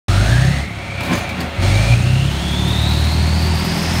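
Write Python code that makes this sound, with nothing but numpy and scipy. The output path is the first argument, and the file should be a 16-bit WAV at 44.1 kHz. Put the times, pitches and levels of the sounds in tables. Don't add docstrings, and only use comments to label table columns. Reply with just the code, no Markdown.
import sys
import numpy as np
from scipy import signal
from scipy.fft import rfft, irfft
from scipy.io import wavfile
from scipy.ndimage import uniform_filter1d

SR = 44100
rng = np.random.default_rng(int(sys.argv[2]) if len(sys.argv) > 2 else 0)


def int16_out(signal):
    q = np.round(np.clip(np.atleast_2d(signal).T, -1, 1) * 32767)
    wavfile.write(sys.argv[1], SR, q.astype(np.int16))


N = 176400
TIME = np.arange(N) / SR
THROB_HZ, CRITICAL_SPEED_HZ = 21.6, 27.95
LINK_DECAY_S = 0.022


def amp(db):
    return 10 ** (np.asarray(db) / 20)


def unit(x):
    return x / np.sqrt(np.mean(x ** 2) + 1e-20)


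def bell(x, centre, width):
    return np.exp(-((x - centre) / width) ** 2)


def curves(table):
    times, *columns = np.transpose(table)
    return [np.interp(TIME, times, column) for column in columns]


def noise(spectrum):
    hz, db = np.transpose(spectrum)
    gain = amp(np.interp(np.log(np.fft.rfftfreq(N, 1 / SR) + 1), np.log(hz), db))
    return unit(irfft(rfft(rng.standard_normal(N)) * gain, N))


def wander(hz):
    rolloff = 1 + (np.fft.rfftfreq(N, 1 / SR) / hz) ** 4
    return unit(irfft(rfft(rng.standard_normal(N)) / rolloff, N))


def whistle(hz, width_hz):
    width = width_hz * np.ones(N)
    clock = np.cumsum(width) / width.mean()
    a, b = (np.interp(clock, np.arange(N), wander(width.mean() / 2)) for _ in range(2))
    phase = 2 * np.pi * np.cumsum(hz * np.ones(N)) / SR
    return a * np.cos(phase) + b * np.sin(phase)


def yard(x, wet_db=-6.5, t60_s=0.15):
    t = TIME[:SR // 2]
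    echoes = rng.standard_normal(len(t)) * (rng.random(len(t)) < .05) * amp(-60 * t / t60_s)
    return x + amp(wet_db) * signal.fftconvolve(x, echoes / np.linalg.norm(echoes))[:N]


# time_s, crank_hz, order2_db, order3_db, order4_db, order5_db
ENGINE_REVS = [(.08, 22.13, -13, -56, -15, -24.5), (.32, 29.56, -17.5, -24, -12.5, -31.5),
               (.5, 34.05, -22, -22.5, -15.5, -17.5), (.61, 35.1, -21, -38, -29, -54),
               (.68, 35.18, -36, -33, -43, -34), (.96, 32.16, -38.5, -28.5, -40, -62),
               (1.27, 27.53, -40, -33.5, -34, -45), (1.565, 25.07, -44, -32.5, -41, -53),
               (1.585, 22.9, -20, -33, -19.5, -41), (1.655, 23.56, -17, -33, -15.5, -22),
               (1.9, 29.14, -17, -31, -9.5, -30), (2.01, 30.46, -28, -19, -16, -33),
               (2.26, 34.1, -23, -21.5, -16, -23.5), (2.39, 34.83, -22.5, -47, -31.5, -29),
               (2.7, 36.8, -21.5, -20, -26, -26), (3.06, 38.83, -16, -24.5, -27.5, -29.5),
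               (3.53, 40.5, -17, -29, -24, -30.5), (3.78, 41.5, -31.5, -37, -23, -27),
               (3.89, 41.38, -21, -24.5, -27, -29.5)]
# crank_order, offset_db
WEAK_ORDERS = [(1, -4), (6, -13.5), (7, -13), (8, -23.5), (9, -15.5)]


def exhaust(crank_angle, pipe_hz=112.3, pipe_q=4, throb_db=1.2):
    speed, second, third, fourth, fifth = curves(ENGINE_REVS)
    stumble_db = -9 * bell(speed, CRITICAL_SPEED_HZ, width=0.96)
    rumble_db = curves(ROAR_LEVELS)[0]
    orders = [(2, second), (3, third), (4, fourth + stumble_db), (5, fifth)]
    orders += [(order, rumble_db + offset_db) for order, offset_db in WEAK_ORDERS]
    out = np.zeros(N)
    for order, db in orders:
        hz = order * speed
        lag = np.arctan(pipe_q * (hz / pipe_hz - pipe_hz / hz))
        level = amp(db + throb_db * wander(THROB_HZ))
        out += np.sqrt(2) * level * np.cos(order * crank_angle - lag)
    return out


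# time_s, rumble_db, clatter_db, hiss_db
ROAR_LEVELS = [(.08, -21, -25, -29.5), (.33, -23.5, -26, -29.5), (.6, -27, -28, -34.5),
               (.68, -32, -33.5, -44), (.93, -34.5, -31, -42.5), (1.02, -29, -26, -41.5),
               (1.52, -31, -29.5, -44), (1.595, -27, -27, -41.5), (1.63, -19, -24, -29.5),
               (1.92, -25.5, -25.5, -29), (1.99, -24.5, -29, -34), (2.3, -26, -30, -34.5),
               (2.7, -24, -30.5, -33.5), (3.4, -26, -31.5, -34), (4, -24.5, -27.5, -31.5)]
# freq_hz, density_db
RUMBLE_COLOUR = [(25, -32), (60, 2), (110, 8.5), (195, 4.5), (260, -2), (375, -3), (440, -15), (800, -39)]
CLATTER_COLOUR = [(220, -24), (305, 1.5), (445, -6.5), (615, 2.5), (760, 0), (1100, -4.5), (2300, -3.5),
                  (3100, -8), (4200, -11.5), (4900, -22), (16000, -55)]
HISS_COLOUR = [(800, -48), (2800, -3.5), (4200, 0), (4900, -5), (6500, -5.5), (7600, -9.5), (8700, -7.5),
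               (9700, -12.5), (10500, -18.5), (16000, -27.5)]


def roar(crank_angle, firing_depth=0.029, turn_depth=0.032, flicker_db=0.7):
    rumble_db, clatter_db, hiss_db = curves(ROAR_LEVELS)
    pulse = 1 + firing_depth * np.cos(3 * crank_angle) + turn_depth * np.cos(crank_angle)
    puffs = unit(pulse * amp(flicker_db * wander(hz=200)))
    clatter = amp(clatter_db) * unit(yard(noise(CLATTER_COLOUR)))
    rumble = amp(rumble_db) * noise(RUMBLE_COLOUR)
    hiss = amp(hiss_db) * unit(yard(noise(HISS_COLOUR)))
    return puffs * (rumble + clatter + hiss)


def drone(crank_angle, bay_hz=630, bay_width_hz=67, full_load_hz_per_s=36):
    speed = curves(ENGINE_REVS)[0]
    acceleration = uniform_filter1d(np.gradient(speed) * SR, size=4000)
    load = np.clip(acceleration / full_load_hz_per_s, 0, 1)
    near_critical = bell(speed, CRITICAL_SPEED_HZ, width=4.2)
    growl = np.zeros(N)
    for order in range(20, 28):
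        resonance = bell(order * speed, bay_hz, bay_width_hz)
        roughness = 1 + .5 * wander(THROB_HZ)
        growl += resonance * roughness * np.cos(order * crank_angle + 2 * np.pi * rng.random())
    return amp(-33.5) * load * near_critical * growl


# time_s, pitch_hz, level_db, width_hz
TURBO_WHINE = [(.08, 1227, -32.5, 178.6), (.33, 1652, -27, 221.2), (.6, 2037, -34, 203.9),
               (.73, 2187, -38, 147), (1, 2319, -31, 140.8), (1.3, 2337, -35, 162),
               (1.52, 2120, -43, 161.1), (1.66, 2215, -34, 222.7), (1.92, 2390, -28, 149.4),
               (2, 2536, -36, 274.3), (2.27, 2991, -33.5, 451.8), (2.53, 3403, -30.5, 250.7),
               (2.9, 3884, -28, 422.3), (3.5, 4564, -34.5, 455), (4, 5327, -34, 1049)]


def turbo(rush_db=-3):
    hz, db, width = curves(TURBO_WHINE)
    whine = whistle(hz, width)
    rush = amp(rush_db) * whistle(hz, 2.9 * width)
    combined_rms = np.sqrt(1 + amp(rush_db) ** 2)
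    return amp(db) * combined_rms * unit(yard(whine + rush))


# start_s, level_db, decay_s
CLANKS = [(1.007, -26, 0.0098), (1.033, -26, 0.0087), (1.047, -31, 0.074), (1.153, -26, .019),
          (1.178, -31, 0.028), (1.291, -30.5, 0.014), (1.405, -23, 0.0096)]
# freq_hz, density_db
KNOCK_COLOUR = [(300, -10), (900, 14.5), (2200, -3), (4300, 4.5), (5500, -3.5), (15000, -10.5)]
# start_s, level_db, decay_s
SQUEAKS = [(1.132, -35, 0.051), (1.21, -47, 0.069), (2.021, -39, 0.017)]
# pitch_hz, width_hz, level_db
SQUEAK_BANDS = [(6300, 460, -1), (7060, 320, -4.5), (9500, 130, -5)]


def clanks_and_squeaks():
    crunch = noise(KNOCK_COLOUR)
    ring = sum(amp(db) * whistle(hz, width) for hz, width, db in SQUEAK_BANDS)
    out = np.zeros(N)
    for events, sound in (CLANKS, crunch), (SQUEAKS, ring):
        for start_s, db, decay_s in events:
            envelope = (TIME >= start_s) * np.exp(-np.maximum(TIME - start_s, 0) / decay_s)
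            out += amp(db) * envelope * sound
    return out


# peak_s, level_db, rise_s, decay_s
SHUDDERS = [(1.115, -14.5, 0.026, 0.033), (1.398, -22.5, 0.04, 0.047)]
# pitch_hz, level_db
HULL_MODES = [(175, -1), (245.4, -3.5), (323.6, -11.5), (740, -12), (1076, -11)]
# freq_hz, density_db
RATTLE_COLOUR = [(200, 9), (500, 3.5), (1100, -5), (2200, -3), (4200, -11.5), (5200, -16), (16000, -33)]


def shudders(waver_depth=0.0371, rattle_db=-0.5, rattle_lag_s=0.018):
    boom = np.zeros(N)
    for hz, db in HULL_MODES:
        pitch = hz * (1 + waver_depth * wander(hz=41))
        boom += amp(db) * np.sin(2 * np.pi * (rng.random() + np.cumsum(pitch) / SR))
    rattle = amp(rattle_db) * noise(RATTLE_COLOUR)
    out = np.zeros(N)
    for peak_s, db, rise_s, decay_s in SHUDDERS:
        for sound, lag_s in (unit(boom), 0), (rattle, rattle_lag_s):
            t = TIME - peak_s - lag_s
            envelope = np.exp(-np.maximum(-t / rise_s, t / decay_s))
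            out += amp(db) * envelope * sound
    return out


# time_s, level_db
TRACK_LEVELS = [(1.6, -61), (2.3, -35), (2.75, -30), (3.4, -28.5), (3.7, -27.5), (4, -25)]
# freq_hz, density_db
GRIND_COLOUR = [(100, -13), (220, -14), (370, 3.5), (480, -8), (680, -0.5), (950, 2), (1250, -7),
                (2200, -3.5), (4200, -12.5), (7500, -20.5), (9000, -19), (10500, -29), (15000, -37)]
# start_s, level_db
CHINKS = [(2.676, -43), (3.424, -42), (3.548, -41), (3.647, -40), (3.938, -39)]


def tracks(links_per_s=89, slap_db=-10, jingle_db=-20):
    rolling = amp(curves(TRACK_LEVELS)[0])
    strikes = (rng.random(N) < links_per_s / SR).astype(float)
    slap_power = signal.lfilter([1], [1, -np.exp(-2 / (LINK_DECAY_S * SR))], strikes)
    slaps = amp(slap_db) * unit(np.sqrt(slap_power)) * noise(KNOCK_COLOUR)
    hits = amp(jingle_db) * rolling * strikes
    for start_s, db in CHINKS:
        hits[round(start_s * SR)] += amp(db)
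    return rolling * (noise(GRIND_COLOUR) + slaps) + jingle(hits)


def jingle(hits, mode_count=24, low_hz=10500, high_hz=15500):
    out = np.zeros(N)
    for hz in rng.uniform(low_hz, high_hz, mode_count):
        pole = np.exp((2j * np.pi * hz - 1 / LINK_DECAY_S) / SR)
        kicks = hits * rng.standard_normal(N) + 1e-18
        out += signal.lfilter([1], [1, -pole], kicks).imag
    return np.sqrt(2 / mode_count) * out


def scene():
    speed = curves(ENGINE_REVS)[0] * (1 + 0.005 * wander(THROB_HZ))
    crank_angle = 2 * np.pi * np.cumsum(speed) / SR
    engine = exhaust(crank_angle) + roar(crank_angle) + drone(crank_angle) + turbo()
    return (engine + yard(clanks_and_squeaks()) + shudders() + tracks())[None]


def record(dry):
    low_cut_hz, high_cut_hz, start_s = 51.3, 15800, 0.082
    low_cut = signal.butter(4, low_cut_hz, "highpass", fs=SR, output="sos")
    high_cut = signal.firwin(511, high_cut_hz, window=("kaiser", 9), fs=SR)
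    gate = np.clip((TIME - start_s) / .002, 0, 1)
    return signal.oaconvolve(gate * signal.sosfilt(low_cut, dry), high_cut[None], "same")


dry = scene()
out = record(dry)
int16_out(out)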